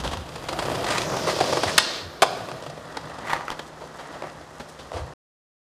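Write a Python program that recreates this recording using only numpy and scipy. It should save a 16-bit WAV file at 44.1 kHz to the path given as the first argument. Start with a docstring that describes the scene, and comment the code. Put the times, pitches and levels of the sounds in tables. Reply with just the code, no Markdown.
"""On a paved street at night, over a low hum and flutters of air, shoes scuff the stone close by.
A skateboard rolls up: grit and paving joints drum on its wooden deck, and the wheels rasp in turns.
At 1.8 s the tail slaps the ground, the bearings hiss on in the air, and at 2.2 s the wheels land.
Both slaps ring between the house fronts and overload the microphone.
The board rolls away, shoes shuffle and scuff again, and just after 5 s the sound stops abruptly."""
import sys
import numpy as np
from scipy import signal
from scipy.fft import rfft, irfft
from scipy.io import wavfile

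SR = 44100
rng = np.random.default_rng(int(sys.argv[2]) if len(sys.argv) > 2 else 0)


def unload_wav(signal):
    """Save mono or channel-first audio to the path in sys.argv[1] as 16-bit WAV at rate SR, clipped to [-1, 1]."""
    wavfile.write(
        sys.argv[1],
        SR,
        np.round(np.clip(np.atleast_2d(signal).T, -1, 1) * 32767).astype(np.int16),
    )


N = 250305
TIME = np.arange(N) / SR
POP_S, CATCH_S, LAND_S = 1.7794, 1.982, 2.2206  # the tail hits, the feet catch the board, it lands


def amp(db):
    """Turns decibels into a gain."""
    return 10 ** (np.asarray(db) / 20)


def unit(x):
    """Scales a signal to an average (rms) level of 1."""
    return x / np.sqrt(np.mean(x ** 2) + 1e-20)


def level(curve):
    """A gain for every sample, from rows of seconds and dB."""
    return amp(np.interp(TIME, *np.transpose(curve)))


def ramp(start, length):
    """Climbs from 0 to 1; start and length are in seconds."""
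    return np.clip((TIME - start) / length, 0, 1)


def value_at(points, hz):
    """Looks up a frequency in rows of Hz and value, blending along a pitch scale."""
    f, value = np.transpose(points)
    return np.interp(np.log(hz + 1), np.log(f + 1), value)


def add(mix, s, sound):
    """Adds a sound to the mix at s seconds."""
    start = round(s * SR)
    sound = sound[max(-start, 0):]
    part = mix[max(start, 0):][:len(sound)]
    part += sound[:len(part)]


def body(tone, modes=(), size=4096):
    """How an object rings after one click. Tone rows: Hz, dB. Mode (resonance) rows: Hz, width, dB."""
    hz = abs(np.fft.fftfreq(size, 1 / SR))
    peaks_db = sum(db / (1 + (2 * (hz - f) / width) ** 2) for f, width, db in modes)
    log_gain = np.log(amp(value_at(tone, hz) + peaks_db))
    spectrum = np.exp(np.conj(signal.hilbert(log_gain)))  # nothing rings before the click
    ring = np.fft.ifft(spectrum).real[:size // 2]
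    return ring / np.linalg.norm(ring)


def damped(modes, share):
    """The same resonances with only a share of their boost in dB."""
    return [(hz, width, share * db) for hz, width, db in modes]


def play(drive, ring):
    """Sends clicks or noise through a body; comes out at level 1."""
    return unit(signal.oaconvolve(drive, ring)[:len(drive)])


def wander(per_s):
    """A smooth random wobble, up to about per_s swings a second."""
    hz = np.fft.rfftfreq(N, 1 / SR)
    return unit(irfft(rfft(rng.standard_normal(N)) / (1 + (hz / per_s) ** 4), N))


def noise_band(centre, width_hz):
    """Noise around a moving pitch, given as rows of seconds and Hz."""
    hz = np.fft.rfftfreq(N, 1 / SR)
    flutter = irfft(rfft(rng.standard_normal((2, N))) / (1 + (hz / width_hz) ** 2), N)
    phase = 2 * np.pi * np.cumsum(np.interp(TIME, *np.transpose(centre))) / SR
    return unit(flutter[0] * np.cos(phase) + flutter[1] * np.sin(phase))


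def grains(per_s, spread_db, count=N):
    """Tiny impacts at random moments, a few much larger than the rest."""
    size = amp(spread_db * np.minimum(rng.exponential(1, count), 4))
    return size * rng.choice([-1, 1], count) * (rng.random(count) < per_s / SR)


def contact(length, fade, ring, rise=0.00024, bite=0., count=6000):
    """A burst of impacts on a body, with the energy of one second at level 1; bite adds a first click."""
    t = np.arange(count) / SR
    envelope = np.minimum(t / rise, 1) * np.exp(-np.maximum(t - length, 0) / fade)
    force = grains(20000, 1.8, count) * envelope
    force[:1] += bite * np.linalg.norm(force)
    return play(force, ring) * np.sqrt(SR / count)


def tap(length, ring):
    """A light contact that peaks early and dies off."""
    return np.sqrt(length) * contact(0.46 * length, 0.74 * length, ring, rise=0.092 * length, bite=0.22)


def airborne():
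    """1 while the board is in the air, 0 on the ground."""
    return ramp(POP_S, .02) - ramp(LAND_S, 0.019)


def distance():
    """Goes from 0 to 1 as the board rolls away after landing."""
    return ramp(2.3, 0.77)


# The town's noise. Each row: frequency in Hz, relative level in dB. All _TONE tables read this way.
TOWN_TONE = [(20, -27.5), (45, -18.5), (65, -4), (110, -10.5), (250, -7), (600, -3.5), (1500, -11),
             (2500, -21), (6000, -23), (10000, -34), (12000, -41), (15000, -48)]
# A machine's hum. Each row: pitch in Hz, level in dB.
HUM_NOTES = [(66, -61), (155, -54.5)]

def background():
    """Distant town noise and a slightly wavering machine hum."""
    hum = sum(amp(db) * np.sqrt(2) * np.sin(2 * np.pi * hz * TIME + .5 * wander(3.7))
              for hz, db in HUM_NOTES)
    return hum + amp(-46) * play(rng.standard_normal(N), body(TOWN_TONE))


# Streaming air. 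Each row: time in seconds, level in dB.
AIR_LEVEL = [(0, -50), (.8, -45), (2.0, -70.5), (5.1, -68.5)]
# Puffs of air. Each row: start in seconds, length in seconds, pitch in Hz, relative level in dB.
PUFFS = [(-.03, 0.19, 63.6, -34), (0.146, 0.095, 72, -36.5), (1.643, 0.063, 115, -33.5),
         (2.009, 0.11, 92, -40.5), (2.517, 0.054, 135, -41), (2.662, 0.066, 126.7, -41.5),
         (4.94, 0.044, 80.8, -32.5), (4.99, 0.067, 77.6, -32), (4.955, 0.178, 135, -41.5)]

def wind():
    """Air flutters past the moving microphone, with a few short, low swells."""
    tone = [(10, -16.5), (30, -10), (60, -0.5), (100, -10.5), (300, -32), (1000, -61.5)]
    out = level(AIR_LEVEL) * play(rng.standard_normal(N), body(tone))
    sway = 1 + 0.16 * wander(45)
    for s, length, hz, db in PUFFS:
        swell = np.sin(np.pi * ramp(s, length))
        out += amp(db + 3.5) * swell * np.sin(2 * np.pi * np.cumsum(hz * sway) / SR)
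    return out


# How long the street rings. Each row: frequency in Hz, seconds to fade by 60 dB.
RING_TIMES = [(100, 1.7), (600, 0.89), (2000, .9), (5000, 0.63), (8000, 0.51), (12000, 0.2)]
# Echoes off the houses. Each row: delay in seconds, spread in seconds, boost in dB.
HOUSE_ECHOES = [(0.019, .015, 3), (.105, .009, 2), (.128, .007, 0)]

def street_echo(x, wet_db):
    """Scattered echoes lose their treble first and swell where the house fronts answer."""
    echoes = rng.choice([-1, 1], SR) * (rng.random(SR) < 6000 / SR)
    boost_db = sum(db * np.exp(-((TIME[:SR] - delay) / spread) ** 2)
                   for delay, spread, db in HOUSE_ECHOES)
    hz, t, spectra = signal.stft(echoes * amp(boost_db), SR, nperseg=256)
    spectra *= amp(-60 * t / value_at(RING_TIMES, hz)[:, None]) * (1 - np.exp(-t / 0.0033))
    tone = [(100, -4), (700, 3), (2000, -3), (4500, 2.5), (7000, 0.5), (12000, -4.5)]
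    spectra *= amp(value_at(tone, hz))[:, None]
    tail = signal.istft(spectra, SR, nperseg=256)[1]
    return signal.fftconvolve(x, amp(wet_db) * tail / np.linalg.norm(tail))[:N]


def shoe_shuffle():
    """Sand grains crack in small clumps under a shifting sole."""
    sand = body([(1000, -31), (3000, -2), (5000, 0), (7500, -1), (10000, -6), (12000, -12), (15000, -15)])
    cracks = grains(1500, 3.6) * amp(4.5 * wander(25))
    return amp(-59.5) * ramp(2.9, 0.34) * play(cracks, sand)


# A shoe sole, then grit on stone. Each row: frequency in Hz, relative level in dB.
SOLE_TONE = [(60, -20), (200, -20), (320, -9), (480, -3.5), (750, 3), (1300, 0), (1600, -1.5), (1950, -2.5),
             (2500, -10), (5000, -22.5), (12000, -35)]
GRIT_TONE = [(600, 11.5), (1800, -10), (3200, 6), (5000, -1.5), (7500, -7.5), (10000, -13), (12000, -17),
             (15000, -53)]
# Scuffs. Each row: start in seconds, length in seconds, sole level in dB, grit in dB above the sole.
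SHOE_SCUFFS = [(0.001, 0.012, -39.5, 6.5), (0.038, 0.04, -32.5, 0.5), (0.076, 0.0035, -33.5, 8),
               (0.113, .02, -36.5, 3.5), (0.132, 0.011, -29, -2), (0.171, 0.0044, -33, -1),
               (3.296, 0.0041, -24.5, -24), (3.332, 0.005, -16, -10), (3.408, .004, -29, -21),
               (3.481, .0024, -22.5, -16), (3.503, 0.0021, -23.5, -2.5), (3.513, .014, -31.5, -3.5),
               (3.592, 0.0078, -33, 0), (3.987, 0.032, -40.5, -4.5), (4.135, 0.046, -42, -7),
               (4.598, 0.014, -36.5, -1), (4.79, .032, -48, 5)]

def shoe_scuffs():
    """A sole strikes the stone and grinds grit against it; firmer steps sound higher."""
    usual_hz, usual_db, octaves_per_db = 890, -32, .06
    out, grit = np.zeros(N), body(GRIT_TONE)
    for s, length, sole_db, grit_db in SHOE_SCUFFS:
        hz = usual_hz * 2 ** (octaves_per_db * (sole_db - usual_db))
        sole = body(SOLE_TONE, [(hz, 300, 6)])
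        add(out, s, amp(sole_db) * (tap(length, sole) + amp(grit_db) * tap(length, grit)))
    return out


# The bright sound of steel, also used for sand. Each row: frequency in Hz, relative level in dB.
STEEL_TONE = [(500, -31.5), (1500, -3), (2400, 2), (4000, 0), (5500, -4.5), (7000, -6), (10000, -11),
              (12000, -25), (15000, -30.5)]
# Resonances of a skidding wheel. Each row: pitch in Hz, width in Hz, boost in dB.
SKID_MODES = [(704, 70, 5.5), (936, 84, 7.5), (1210, 110, 10.5), (1900, 600, 8.5)]
# Skids in the turns. Each row: start in seconds, length in seconds, relative level in dB.
SKIDS = [(0.822, 0.25, -31), (1.245, 0.11, -32.5), (1.657, 0.067, -28), (3.228, 0.18, -29.5),
         (3.45, 0.081, -40), (3.974, 0.15, -50), (4.187, 0.16, -45)]

def wheel_skids():
    """Hard wheels stick and slip sideways with a rasp; close by, one also hears them grind sand."""
    tone = [(100, -30), (500, -6.5), (900, 0), (1900, -2), (2800, -7), (5000, -18), (12000, -30)]
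    rasp = play(grains(1200, 3.5), body(tone, SKID_MODES))
    sand = play(grains(1500, 2.6), body(STEEL_TONE, [(7500, 5000, 4), (13300, 1500, 5)]))
    swell = sum(amp(db + 1.5) * np.sin(np.pi * ramp(s, length)) ** 2 for s, length, db in SKIDS)
    return swell * (rasp + amp(-5 - 13 * distance()) * sand)


# The wheels coming near, then leaving. Each row: time in seconds, relative level in dB.
ROLL_LEVEL = [(0.0, -38), (0.3, -38.5), (0.43, -36.5), (0.66, -29), (0.95, -28.5), (1.5, -28.5),
              (1.77, -31.5), (2.4, -36.5), (2.7, -41.5), (3.15, -38.5), (3.38, -35.5), (3.48, -46.5),
              (3.75, -48.5), (4.12, -41), (4.55, -49.5), (5.0, -47.5)]

def roll_strength(jump_db_per_s=-14):
    """How strong the rolling is; it dies away during the jump."""
    return level(ROLL_LEVEL) * amp(jump_db_per_s * np.maximum(TIME - POP_S, 0) * airborne())


# Resonances of the bearings and trucks (metal axles). 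Each row: pitch in Hz, width in Hz, boost in dB.
METAL_MODES = [(2640, 300, 1), (3260, 340, 3.5), (3500, 250, 0), (4180, 400, 0), (4910, 330, 4),
               (9100, 380, 2), (13300, 900, 3)]
# The hiss falls as the wheels lose spin. Each row: time in seconds, pitch in Hz.
HISS_PITCH = [(1.07, 5900), (1.3, 4846), (1.8, 4666), (2.05, 4100)]

def bearings(run_down_db_per_s=-14.5):
    """Steel balls chatter as the wheels crush sand; close by and in the air, they sing with a hiss."""
    chatter = play(grains(5000, 2.3) * amp(1.25 * wander(60)), body(STEEL_TONE, METAL_MODES))
    clumps = grains(300, 3.5) * amp(3 * wander(28))
    sand = play(clumps, body(GRIT_TONE, [(7000, 4000, 5), (13000, 3000, 8)]))
    spin_tone = [(800, -18), (2000, -2.5), (3000, -1.5), (4300, 1), (5600, -7.5), (8000, -15),
                 (14000, -33)]
    free_spin = play(grains(15000, 1.5), body(spin_tone, damped(METAL_MODES, .6)))
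    hiss_tone = [(1000, -6), (3000, -1.5), (7000, -1), (10000, -5), (14000, -14.5)]
    hiss = play(noise_band(HISS_PITCH, 1200), body(hiss_tone))
    near = np.exp(-((TIME - 1.73) / .5) ** 2)  # the board passes closest
    smooth_slab = np.exp(-((TIME - 1.12) / 0.054) ** 4)  # one smooth slab calms the trucks
    shaking = amp(4.5 * near - 8.5 * smooth_slab - 3 * distance())
    on_ground = shaking * (amp(-11) * chatter + amp(-19) * sand)
    on_ground += amp(-5.5) * np.sqrt(near) * ramp(0.91, 0.097) * hiss
    brake_db = -12.5 * ramp(CATCH_S, 0.097)  # the catch brakes the free wheels
    run_down = amp(-33.5 + run_down_db_per_s * np.maximum(TIME - POP_S, 0) + brake_db)
    in_air = run_down * (free_spin + amp(-2.5) * hiss)
    return (1 - airborne()) * roll_strength() * on_ground + airborne() * in_air


# The wooden deck from close by, then from afar. Each row: frequency in Hz, relative level in dB.
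NEAR_DECK_TONE = [(60, -45), (180, -1.5), (300, 1), (500, -2.5), (800, -4.5), (1500, -4.5), (2200, -15.5),
                  (4000, -42.5), (9000, -27.5)]
FAR_DECK_TONE = [(60, -35.5), (250, 5.5), (400, -3.5), (650, 1), (900, 1), (1400, -0.5), (1950, -4),
                 (2300, -21), (4000, -15), (9000, -46)]
# Resonances of the deck on its trucks. Each row: pitch in Hz, width in Hz, boost in dB.
DECK_MODES = [(368.6, 100, 4.5), (494, 80, 6), (650, 150, 5.5), (960, 28, 3), (1164, 230, 5),
              (1440, 100, -0.5), (1922, 170, 5.5)]
# The wheels' hollow growl. Each row: time in seconds, pitch in Hz.
GROWL_PITCH = [(0, 791.7), (.9, 678.2), (1.2, 616.2), (3, 607.8)]

def rolling():
    """Grit under the wheels drums on the deck, over a low drone; the sound thins out with distance."""
    far, grounded = distance(), 1 - 0.55 * airborne()
    close = play(grains(2500, 3.2) * amp(1.5 * wander(35)), body(NEAR_DECK_TONE, DECK_MODES))
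    distant = play(grains(6000, 3.1) * amp(2.56 * wander(28)), body(FAR_DECK_TONE, DECK_MODES))
    growl = amp(-6.5) * grounded * ramp(0.37, 0.16) * noise_band(GROWL_PITCH, 85)
    deck = np.sqrt(1 - far) * (amp(-4) * close + growl) + amp(-0.5) * np.sqrt(far) * distant
    drone_tone = [(40, -43), (85, -5.5), (115, 1.5), (155, 2.5), (210, -5.5), (400, -42.5)]
    drone = play(rng.standard_normal(N) * amp(2.2 * wander(9)), body(drone_tone))
    return roll_strength() * (deck + amp(-8 - 3.2 * far) * grounded * drone)


# Knocks. Each row: start in seconds, length in seconds, deck level in dB, clink in dB above the deck.
JOINT_KNOCKS = [(0.358, 0.0072, -34.5, -3), (0.486, 0.011, -27.5, -2.5), (0.528, 0.0082, -27, -6.5),
                (0.589, 0.01, -26, -3), (0.624, .0065, -24.5, -9.5), (0.652, 0.0034, -25, -10),
                (0.683, 0.0034, -21, -26), (0.699, 0.0039, -24.5, -13), (0.714, 0.0096, -26.5, -10.5),
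                (0.748, .01, -29, -7.5), (0.842, .009, -26, -5), (0.865, 0.011, -28, -4.5),
                (0.885, 0.0071, -27, -2), (0.903, .018, -26.5, -0.5), (0.981, 0.004, -20, 0),
                (1.017, 0.0044, -29.5, 4), (1.133, 0.018, -27, -16), (1.166, 0.0078, -27, -5.5),
                (1.27, 0.026, -22, -10.5), (1.403, 0.006, -20.5, -8), (1.408, 0.0091, -15, -13),
                (1.526, 0.0052, -19, -13), (1.5318, 0.0037, -14, -14.5), (1.554, 0.0032, -28, -19),
                (1.57, 0.01, -19, -12), (1.633, 0.0089, -17, -8.5), (2.487, 0.0027, -32.5, -6),
                (2.515, 0.0042, -28.5, -9.5), (2.624, 0.0036, -31.5, -9.5), (2.663, 0.0073, -31, -10.5),
                (2.698, .007, -35.5, -6.5), (2.776, 0.0038, -33, -16), (2.97, 0.0053, -25.5, -5.5),
                (3.098, 0.0035, -34.5, -11), (3.184, 0.006, -34.5, -10.5), (3.809, 0.026, -37.5, -16),
                (4.222, 0.0025, -24, -14.5), (4.236, 0.0088, -30.5, -22), (4.27, 0.0037, -36, -14),
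                (4.918, 0.0024, -25.5, -22), (4.931, 0.031, -34, -11.5), (4.961, 0.042, -33, -11)]

def paving_joints():
    """A wheel drops into a joint: the deck knocks and the truck clinks. Small cracks add rattles."""
    soft_hz, soft_db, octaves_per_db = 604, -11.5, .075
    out, modes = np.zeros(N), damped(DECK_MODES, .5)
    plank = [(60, -35.5), (180, -20.5), (300, -1.5), (500, -1.5), (800, -1), (1500, -6.5),
             (2200, -15.5), (4000, -30.5), (9000, -43.5)]
    steel = body(STEEL_TONE, METAL_MODES + [(4410, 1200, 2.5)])
    for s, length, deck_db, clink_db in JOINT_KNOCKS:
        # A harder edge clinks more and gives a shorter blow, so the knock is higher.
        knock_hz = soft_hz * 2 ** (octaves_per_db * max(clink_db - soft_db, 0))
        wood = body(plank, modes + [(knock_hz, 260, 7)])
        add(out, s, amp(deck_db) * (tap(length, wood) + amp(clink_db) * tap(length, steel)))
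    small_knock = tap(.005, body(plank, modes)) + amp(-6) * tap(0.004, steel)
    rattles = play(grains(per_s=14, spread_db=1.5), small_knock)
    return out + amp(-12.5) * roll_strength() * (1 - airborne()) * rattles


# The tail pop, then the landing. Each row: start, contact time and fade time in seconds,
# deck level in dB, metal level in dB, rough pitch in Hz.
JUMP_SLAPS = [(POP_S, 0.0058, 0.0032, -9.5, -4, 1150), (LAND_S, 0.012, 0.0054, -8.5, -15.5, 705)]

def jump_slaps():
    """The bare tail cracks on the stone; the wheels land with a softer, lower blow."""
    out, steel = np.zeros(N), body(STEEL_TONE, METAL_MODES + [(4910, 1200, 2.5)])
    for s, length, fade, deck_db, metal_db, hz in JUMP_SLAPS:
        tone = [(hz / 8, -30), (hz / 3, -17), (hz * 0.7, -3), (hz * 0.91, 0), (hz * 1.7, -4),
                (hz * 3, -14), (hz * 10, -36)]
        wood = body(tone, damped(DECK_MODES, 0.34))  # the stone damps the deck
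        crack = amp(deck_db) * contact(length, fade, wood)
        clank = amp(metal_db) * contact(0.52 * length, fade, steel, bite=.2)
        add(out, s, np.sqrt(length + fade / 2) * (crack + clank))
    return out


def scene():
    """Board, shoes and street in one channel; only the short sounds get an echo."""
    slaps = jump_slaps()
    contacts = paving_joints() + shoe_scuffs() + wheel_skids()
    wheels = rolling() + bearings()
    around = shoe_shuffle() + wind() + background()
    echoes = street_echo(slaps, wet_db=-15.5) + street_echo(contacts, wet_db=-13)
    return (around + echoes + contacts + wheels + slaps)[None]


def record(dry):
    """The microphone overloads on the slaps and loses the deepest bass and top treble; the sound stops."""
    ceiling, bass_hz, treble_hz, end_s = .52, 30, 14550, 5.137
    clipped = dry / (1 + (dry / ceiling) ** 6) ** (1 / 6)
    thinned = signal.lfilter(*signal.butter(2, bass_hz, "high", fs=SR), clipped)
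    lowpass = signal.firwin(301, treble_hz, window=("kaiser", 8), fs=SR)
    return signal.oaconvolve(thinned * (TIME < end_s), lowpass[None], "same")


dry = scene()
out = record(dry)
unload_wav(out)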